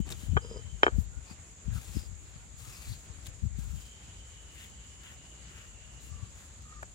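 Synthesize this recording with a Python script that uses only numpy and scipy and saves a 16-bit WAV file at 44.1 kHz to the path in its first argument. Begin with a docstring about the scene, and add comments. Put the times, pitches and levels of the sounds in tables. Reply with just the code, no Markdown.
"""Outdoors, at a stone slab, heard close up through the two microphone ports of a phone.
A stone roller grinds wet paste, drags as it is tipped up and is set on end with a few dull knocks,
the stones ringing briefly. A hand wipes the paste off and sweeps it together, squelching and gritty.
Moving air buffets the left port. Insects hiss all around; far off, one rasps and a bird calls
over a low rumble and hush."""
import sys
import numpy as np
from scipy import signal
from scipy.fft import rfft, irfft
from scipy.io import wavfile
from scipy.ndimage import uniform_filter1d

SR = 44100
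rng = np.random.default_rng(int(sys.argv[2]) if len(sys.argv) > 2 else 0)


def to_wav(s):
    """Save 16-bit WAV."""
    ch = np.atleast_2d(s).T  # columns
    pcm = np.round(np.clip(ch, -1, 1) * 32767)  # PCM
    wavfile.write(sys.argv[1], SR, pcm.astype(np.int16))


N = 306435
T = np.arange(N) / SR
FREQS = np.fft.rfftfreq(N, 1 / SR)


def undb(db):
    """Decibels to gain."""
    return 10 ** (np.asarray(db) / 20)


def unit(x):
    """Scale to rms 1."""
    return x / np.sqrt(np.mean(x ** 2))


def response(points, freqs):
    """Gain of a (Hz, dB) spectrum at the given frequencies."""
    hz, db = np.transpose(points)
    return undb(np.interp(np.log(freqs + 1), np.log(hz), db))


def colour(x, gain):
    """Filter by a gain per frequency, to rms 1."""
    return unit(irfft(rfft(x) * gain, len(x)))


def cut(x, hz, kind, order=2):
    """Low-pass or high-pass."""
    return signal.sosfilt(signal.butter(order, min(hz, .45 * SR), kind, fs=SR, output="sos"), x)


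def resonate(x, hz, width_hz):
    """Ring a resonance whose centre may glide, to rms 1."""
    turn = np.exp(2j * np.pi * np.cumsum(hz * np.ones(len(x))) / SR)
    return unit(np.real(cut(x / turn, width_hz / 2, "low") * turn))


def noise():
    """White noise."""
    return rng.standard_normal(N)


def walk(hz):
    """A random wander of rms 1, mostly slower than hz."""
    return colour(noise(), np.exp(-(FREQS / hz) ** 2))


def grains(per_s, spread_db, size=N):
    """Random tiny clicks of uneven strength."""
    chance, sign, loud = rng.random(size), rng.standard_normal(size), rng.standard_normal(size)
    return unit((chance < per_s / SR) * np.sign(sign) * undb(spread_db * np.clip(loud, -2, 2)))


def held(start, end, attack_s, release_s):
    """Rise from the start, hold to the end, then fall silent."""
    return np.clip((T - start) / attack_s, 0, 1) * np.clip(1 - (T - end) / release_s, 0, 1)


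def progress(start, end):
    """From 0 to 1 over a gesture, one value a sample."""
    return np.linspace(0, 1, int((end - start) * SR))


def add(out, s, x):
    """Mix a short sound in at s seconds."""
    i = max(int(s * SR), 0)
    out[i:i + len(x)] += x[:N - i]


def ports(x, right_db, slant=1):
    """Sound bends round the phone to the right port; the lag grows with its slant to the left."""
    # Each row: frequency in Hz, phase lag at the right port in radians, gain there in dB.
    body_shadow = [(20, 1.5, -14), (250, 0, -6.5), (473, 0.5, -7), (820, 0.97, 0.5), (1070, 1.4, -12),
                   (1584, 3, -2), (2150, 5, -4), (2820, 4, -6.5), (3280, 10, -0.5), (5400, 14, -4.5),
                   (10100, 19, -9), (16200, 29, -3)]
    hz, lag, db = np.transpose(body_shadow)
    gain = undb(right_db + np.interp(FREQS, hz, db))
    delay = np.exp(-1j * slant * np.interp(FREQS, hz, lag))
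    return np.array([x, irfft(rfft(x) * gain * delay, N)])


def outdoors(db=-49.5, right_db=-4, shared_hz=550, shade_hz=1100, swell_db=1, patchy_db=1.5):
    """Far rumble, alike at both ports, under a diffuse hush whose bands swell and fade on their own."""
    # The distant background. Each row: frequency in Hz, level in dB.
    hush = [(20, -38), (35, -25.5), (55, 7.5), (90, -1), (160, -10.5), (300, -19), (600, -22.5),
            (1100, -25), (1500, -25.5), (2500, -26), (5000, -31), (9500, -32), (12000, -44.5), (16000, -54)]
    shape = unit(response(hush, FREQS))
    alike = .85 / (1 + (FREQS / shared_hz) ** 4)
    common = np.sqrt(alike) * rfft(noise())
    left, right = (shape * (common + np.sqrt(1 - alike) * rfft(noise())) for _ in range(2))
    pair = np.array([left, right * undb(right_db / (1 + (FREQS / shade_hz) ** 4))])
    half_octaves = 2 * np.log2(np.clip(FREQS, 250, 8000) / 250)
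    bands = (irfft(pair * np.maximum(1 - np.abs(half_octaves - k), 0), N) for k in range(11))
    return undb(db + swell_db * walk(4.4)) * sum(band * undb(patchy_db * walk(16)) for band in bands)


def bird(blur=0.53, third_db=-12, waver=0.016):
    """Soft, wavering calls from far off; mostly the second harmonic carries, its level blurred."""
    # Each row: start and end in seconds, first and last fundamental in Hz, level in dB.
    calls = [(1.1, 1.22, 707, 710, -64.5), (2.372, 2.47, 710, 720, -72), (6.077, 6.292, 589, 578, -61),
             (6.627, 6.848, 627, 597, -54)]
    out = np.zeros(N)
    drift = 1 + waver * walk(70)
    for start, end, first_hz, last_hz, db in calls:
        u = np.clip((T - start) / (end - start), 0, 1)
        phase = 2 * np.pi * np.cumsum((first_hz + (last_hz - first_hz) * u) * drift) / SR
        out += undb(db) * np.sin(np.pi * u) * (np.sin(2 * phase) + undb(third_db) * np.sin(3 * phase))
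    return ports(out * (1 + blur * walk(140)), right_db=8.5, slant=0.67)


def insect_chorus(db=-56.5, flutter_db=1, swell_db=0.17):
    """Insects all around, too dense to tell apart, different at each port."""
    # Their hiss. Each row: frequency in Hz, level in dB.
    hiss = [(5000, -23.5), (5900, -24), (6450, -1), (7100, 3.5), (7600, 0), (8100, -8.5), (9000, -39),
            (11000, -45)]
    shape = response(hiss, FREQS)
    return np.array([colour(noise(), shape) * undb(db + flutter_db * walk(50) + swell_db * walk(0.88))
                     for _ in range(2)])


def rasping_insect(first_hz=3074, waver_hz=30, skirt_db=-7, falter_db=1.5):
    """One far insect, lower than the chorus; each rasp starts on the same pitch, wavers and sinks."""
    # Each row: start and end in seconds, level in dB, sag in Hz per second, bandwidth in Hz.
    rasps = [(-.1, 0.659, -64.5, 35.7, 90), (3.738, 6.0, -63.5, 105, 270)]
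    out = np.zeros((2, N))
    waver, effort = waver_hz * walk(7.2), undb(falter_db * walk(20))
    for start, end, db, sag, width_hz in rasps:
        envelope = effort * held(start, end, attack_s=0.042, release_s=0.4)
        span = envelope > 0
        hz = (first_hz - sag * (T - start) + waver)[span]
        rasp = [resonate(x, hz, width_hz) + undb(skirt_db) * resonate(x, hz, 4 * width_hz)
                for x in rng.standard_normal((2, len(hz)))]
        out[:, span] += undb(db) * envelope[span] * unit(np.array(rasp))
    return out


def wind(right_db=-20, port_hz=62, fitful_db=3, puff_db=-2):
    """Eddies and single puffs press on the left port; the port's low cut makes each puff swing back."""
    # Light air that always stirs. Each row: time in seconds, level in dB.
    light_air = [(0, -38), (.7, -41.5), (1.1, -44.5), (1.45, -62), (1.9, -41.5), (2.25, -52.5), (3, -51),
                 (3.8, -44.5), (4, -60), (5.7, -64), (6.2, -42.5), (6.5, -64), (6.95, -56)]
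    # Each row: start and length in seconds, level in dB.
    gusts = [(-.02, 0.025, -17.5), (0.277, 0.094, -24), (0.722, 0.028, -33), (0.919, 0.081, -24.5),
             (1.05, 0.033, -36.5), (1.156, 0.027, -33.5), (1.649, 0.13, -30.5), (1.943, 0.028, -27.5),
             (2.05, 0.082, -38), (2.864, 0.061, -33.5), (3.419, 0.045, -24.5), (3.497, 0.28, -34.5)]
    # Eddies on a port. Each row: frequency in Hz, level in dB.
    eddy_spectrum = [(20, -48), (35, -9.5), (55, 9), (75, 5), (130, -7.5), (200, -17), (320, -37.5),
                     (600, -49), (2000, -62)]
    # Single puffs. Each row: time in seconds, relative level in dB, cut-off in Hz.
    buffets = [(.003, -14, 236), (0.236, -30, 260), (0.335, -16.5, 199), (0.362, -15, 176),
               (0.461, -32.5, 119), (0.985, -12, 202), (1.008, -22.5, 100), (1.313, -31, 242),
               (1.682, -19, 174), (1.72, -25, 120), (1.757, -23.5, 169), (1.895, -36, 159),
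               (1.96, -25.5, 250), (1.97, -17, 280), (2.038, -40, 480), (2.36, -32.5, 166),
               (2.539, -37, 150), (2.679, -32.5, 115), (2.885, -38, 188), (3.098, -31, 130),
               (3.282, -30, 109), (3.438, -21.5, 137), (3.453, -20.5, 169), (3.588, -21, 190),
               (3.737, -27, 162), (6.115, -30, 108), (6.163, -36, 110), (6.227, -24.5, 123)]
    stir = undb(np.interp(T, *np.transpose(light_air)) + fitful_db * walk(25))
    gusting = sum(undb(db) * held(s, s + length, attack_s=0.0093, release_s=0.025)
                  for s, length, db in gusts)
    strength = np.hypot(stir, gusting)
    eddies = np.array([colour(noise(), response(eddy_spectrum, FREQS)) for _ in range(2)])
    eddies /= np.sqrt(uniform_filter1d(eddies ** 2, SR // 25, axis=1))  # even out their own swells
    puffs = np.zeros(N)
    for s, db, hz in buffets:
        push = cut(signal.unit_impulse(SR // 8), hz, "low", order=5)
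        puff = cut(push, port_hz, "high", order=3)
        add(puffs, s - .003, undb(puff_db + db) * puff / np.abs(puff).max())
    return np.array([strength * eddies[0] + puffs, undb(right_db) * strength * eddies[1]])


def crumbs(size, tilt_db, spread_db):
    """Countless wet crumbs parting, brighter or duller by the tilt in dB per octave."""
    # Wet paste. Each row: frequency in Hz, level in dB.
    paste_spectrum = [(200, 8), (600, -3.5), (1300, -1), (1850, -2.5), (2500, 0.5), (4000, -1.5),
                      (5200, -3.5), (7000, 2), (9500, 1), (12000, -4.5), (16000, -10)]
    freqs = np.fft.rfftfreq(size, 1 / SR)
    gain = response(paste_spectrum, freqs) * undb(tilt_db * np.log2((freqs + 100) / 4000))
    return colour(grains(per_s=7000, spread_db=spread_db, size=size), gain)


def grit(crumb_db=2, ring_width_hz=900):
    """Grit cracks and paste smacks under stone or fingers, each burst with a short ring of its own."""
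    # Each row: start in seconds, level in dB, rise in seconds, ring in Hz, relative ring level in dB.
    bursts = [(.09, -39.5, .0014, 8000, -7), (.102, -39.5, 0.0031, 7350, -3),
              (.114, -39, 0.0048, 5560, -10), (0.1233, -41.5, 0.0013, 3680, 3.5),
              (.128, -49, .0012, 3800, -2), (.831, -42, 0.0016, 4400, -14), (3.2588, -49.5, .0008, 3100, 6),
              (3.2642, -46, .0013, 3050, -2), (3.267, -40, 0.0022, 3500, -4),
              (5.034, -48.5, 0.0008, 7000, -4), (6.622, -48.5, 0.00096, 7000, -16),
              (6.825, -49, 0.0028, 9500, -6)]
    out, t = np.zeros(N), T[:SR // 25]
    for s, db, rise_s, ring_hz, ring_db in bursts:
        crack = crumbs(len(t), 0, crumb_db)
        ring = undb(ring_db) * resonate(rng.standard_normal(len(t)), ring_hz, ring_width_hz)
        envelope = t / rise_s * np.exp(1 - t / rise_s)
        add(out, s, undb(db) * envelope * (crack + ring))
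    return out


def hand(arch_power=0.79, crumb_db=3, sticky_db=1.5, wipe_release_s=0.17):
    """Strokes, wipes and their squelches, all uneven as the skin sticks and lets go."""
    # Short strokes through the paste.
    # Each row: start and end in seconds, level in dB, treble tilt in dB per octave.
    strokes = [(0.05, 0.167, -41.5, -3.5), (0.126, 0.292, -50.5, 0), (0.946, 1.064, -56.5, 5),
               (1.253, 1.363, -55, -2), (2.12, 2.38, -69, 3), (2.972, 3.092, -64, 4),
               (3.224, 3.308, -55.5, 0), (4.497, 4.73, -54, 1), (4.997, 5.172, -58.5, 0),
               (5.468, 5.717, -60, -0.5), (5.99, 6.12, -55.5, 1.5), (6.333, 6.494, -58, -0.5)]
    # Long wipes that gather a handful. Each row: as for a stroke, then growth in dB per second.
    wipes = [(1.7, 1.979, -49, 0.5, 4), (2.545, 2.906, -51, 0.9, 10), (3.55, 3.82, -54, 1, -3)]
    # Pockets between skin, paste and stone ring and change size as the hand slides.
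    # Each row: start and end in seconds, first pitch, last pitch and bandwidth in Hz, level in dB.
    squelches = [(1.251, 1.346, 1090, 800, 600, -59.5), (1.257, 1.347, 2520, 2580, 220, -61),
                 (1.255, 1.345, 4680, 4700, 560, -59.5), (1.703, 1.813, 1710, 1230, 260, -53.5),
                 (1.728, 1.842, 2900, 2200, 400, -62), (1.91, 2.083, 5300, 4800, 550, -57),
                 (2.56, 2.86, 1300, 1150, 260, -62), (2.68, 2.94, 2650, 2300, 350, -58.5),
                 (2.658, 2.897, 5500, 4300, 900, -59), (2.858, 2.985, 4200, 4400, 800, -56),
                 (3.569, 3.766, 1590, 1300, 400, -63), (3.76, 3.92, 5000, 4700, 550, -67),
                 (4.52, 4.7, 1950, 2100, 550, -58), (4.527, 4.678, 2930, 3080, 900, -56),
                 (5.0, 5.156, 1570, 1880, 990, -56.5), (5.03, 5.13, 2920, 2900, 700, -54.5),
                 (5.459, 5.68, 1620, 1550, 700, -59), (5.527, 5.668, 2500, 2700, 900, -58.5),
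                 (6.331, 6.49, 1400, 1450, 500, -65.5)]
    out = np.zeros(N)
    for start, end, db, tilt_db in strokes:
        u = progress(start, end)
        add(out, start, undb(db) * np.sin(np.pi * u) ** arch_power * crumbs(len(u), tilt_db, crumb_db))
    for start, end, db, tilt_db, growth_db in wipes:
        span = (T >= start) & (T < end + wipe_release_s)
        press = held(start, end, attack_s=0.041, release_s=wipe_release_s)[span] ** 2
        press *= undb(growth_db * (T[span] - (start + end) / 2))
        add(out, start, undb(db) * press * crumbs(len(press), tilt_db, crumb_db))
    for start, end, first_hz, last_hz, width_hz, db in squelches:
        u = progress(start, end)
        squelch = resonate(rng.standard_normal(len(u)), first_hz + (last_hz - first_hz) * u, width_hz)
        add(out, start, undb(db) * np.sin(np.pi * u) ** arch_power * squelch)
    return out * undb(sticky_db * walk(29))


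def paste():
    """The wet paste and its grit lie all over the slab, so the lag between the ports keeps shifting."""
    left, right = ports(hand() + grit(), right_db=-0.5, slant=0.47)
    shifting_phase = np.exp(1j * walk(460))
    return np.array([left, np.real(signal.hilbert(right) * shifting_phase)])


def stone_ring(t, rubbed):
    """The stones' modes dying away after one blow or one slip."""
    # Each row: frequency in Hz, level struck and level rubbed in dB, seconds to fall by 60 dB.
    modes = [(225, -66, -7, 0.039), (403, -9, -17, 0.023), (460, -15.5, 1, 0.036), (970, -30, -13, 0.031),
             (1242, -17, -12.5, 0.036), (1545, -14.5, -14, 0.026), (2350, -19, -27, 0.014),
             (3125, -15, -20, .055), (3152, -15, -20, .055), (4970, -28, -11, .1), (5475, -25, -26, 0.11),
             (6115, -13.5, -36.5, 0.06), (10680, -32, -22, 0.035)]
    return sum(undb((rub_db if rubbed else hit_db) - 60 * t / t60) * np.sin(2 * np.pi * hz * t)
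               for hz, hit_db, rub_db, t60 in modes)


def roller(drag_db=-51, squeal_hz=4930, squeal_db=-68, squeal_rough=0.3, catch_db=4):
    """The tipped roller's edge drags in tiny jerks that keep the stones ringing; it squeals in fits."""
    # The sharper slips. Each row: start in seconds, level in dB, contact cut-off in Hz.
    slips = [(0.448, -37, 5600), (.512, -34, 900), (0.541, -45, 2000), (.560, -34, 1000),
             (0.57, -36.5, 7000), (0.594, -44.5, 4000)]
    ring = stone_ring(T[:SR // 4], rubbed=True)
    grinding = unit(signal.fftconvolve(grains(per_s=400, spread_db=4), ring)[:N])
    rough_tone = np.sin(2 * np.pi * squeal_hz * T) * (1 + squeal_rough * walk(90))
    squeal = unit(rough_tone * undb(catch_db * np.clip(walk(25), -2, 1)))
    drag = held(start=0.411, end=0.579, attack_s=0.013, release_s=0.04)
    out = drag * (undb(drag_db) * grinding + undb(squeal_db) * squeal)
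    for s, db, contact_hz in slips:
        add(out, s, undb(db) * cut(ring, contact_hz, "low"))
    return ports(out, right_db=3.5)


def slab_clack(t):
    """The slab's dead answer to one contact, to peak 1."""
    # Each row: frequency in Hz, level in dB.
    clack_spectrum = [(100, -19.5), (250, -2), (420, 10.5), (750, 2), (1020, 1), (1300, 2), (1650, 12.5),
                      (2030, -7), (2400, 2.5), (2800, -4), (4000, -11), (6000, -9.5), (12000, -67)]
    cepstrum = irfft(np.log(response(clack_spectrum, np.fft.rfftfreq(len(t), 1 / SR))))
    causal = (1 + np.sign(t)) * (t < t[-1] / 2)  # minimum phase: all of it follows the contact
    clack = irfft(np.exp(rfft(cepstrum * causal)))
    return clack / np.abs(clack).max()


def disperse(x, hz, stages):
    """Bending waves in a slab: the treble arrives first, the bass a little later."""
    pole = np.exp(-2 * np.pi * hz / SR)
    return signal.sosfilt([[-pole, 1, 0, 1, -pole, 0]] * stages, x)


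def knocks(db=1, scatter_db=-29, scatter_t60=0.044, yard_db=-62, yard_t60=0.74, bend_hz=1300):
    """Stone meets stone close by: a dead clack, near reflections, a faint tail and a brief ring."""
    # Contacts on the slab, the first four a quick chatter. Each row: start in seconds, level in dB,
    # contact cut-off and low cut in Hz, relative ring level in dB.
    contacts = [(0.3674, -10.5, 1550, 560, 1.5), (.3702, -17, 1720, 450, 7.5),
                (0.3727, -9.5, 1580, 810, -0.5), (0.3752, -18, 1700, 800, 3), (0.8323, 2, 2920, 308, -7.5),
                (0.8656, -3, 1910, 285, -4.5), (0.8799, -11, 1500, 300, 0.5),
                (6.8262, -25.5, 1000, 480, -16), (6.8298, -21.5, 2000, 560, -30)]
    out, t = np.zeros(N), T[:2 ** 14]
    clack, ring = slab_clack(t), stone_ring(t, rubbed=False)
    echo_decay = undb(scatter_db - 60 * t / scatter_t60) + undb(yard_db - 60 * t / yard_t60)
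    for s, hit_db, contact_hz, low_hz, ring_db in contacts:
        paths = rng.standard_normal(len(t)) * echo_decay * (t > .0015)
        paths[0] = 1  # straight to the microphone
        blow = signal.fftconvolve(paths, clack)[:len(t)] + undb(ring_db) * ring
        dulled = cut(blow, contact_hz, "low", order=3)
        add(out, s, undb(hit_db) * cut(dulled, low_hz, "high", order=3))
    return ports(undb(db) * disperse(out, bend_hz, stages=4), right_db=0.5)


def scene():
    """All sources at the two ports, from near to far."""
    near = knocks() + roller() + paste() + wind()
    far = insect_chorus() + rasping_insect() + bird() + outdoors()
    return (near + far) * np.minimum(T / .003, 1)


def record(dry, low_hz=37, top_hz=15800):
    """The right port has notches in its treble; the phone cuts the deepest rumble and the top."""
    # The right port's colour. Each row: frequency in Hz, gain in dB.
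    right_port = [(8000, 0.5), (9500, -9.5), (10700, 4), (11500, -27), (12400, 2.5), (14000, -1)]
    pair = np.array([dry[0], irfft(rfft(dry[1]) * response(right_port, FREQS), N)])
    top_cut = signal.ellip(10, .2, 70, top_hz, fs=SR, output="sos")
    return signal.sosfilt(top_cut, cut(pair, low_hz, "high", order=4))


dry = scene()
out = record(dry)
to_wav(out)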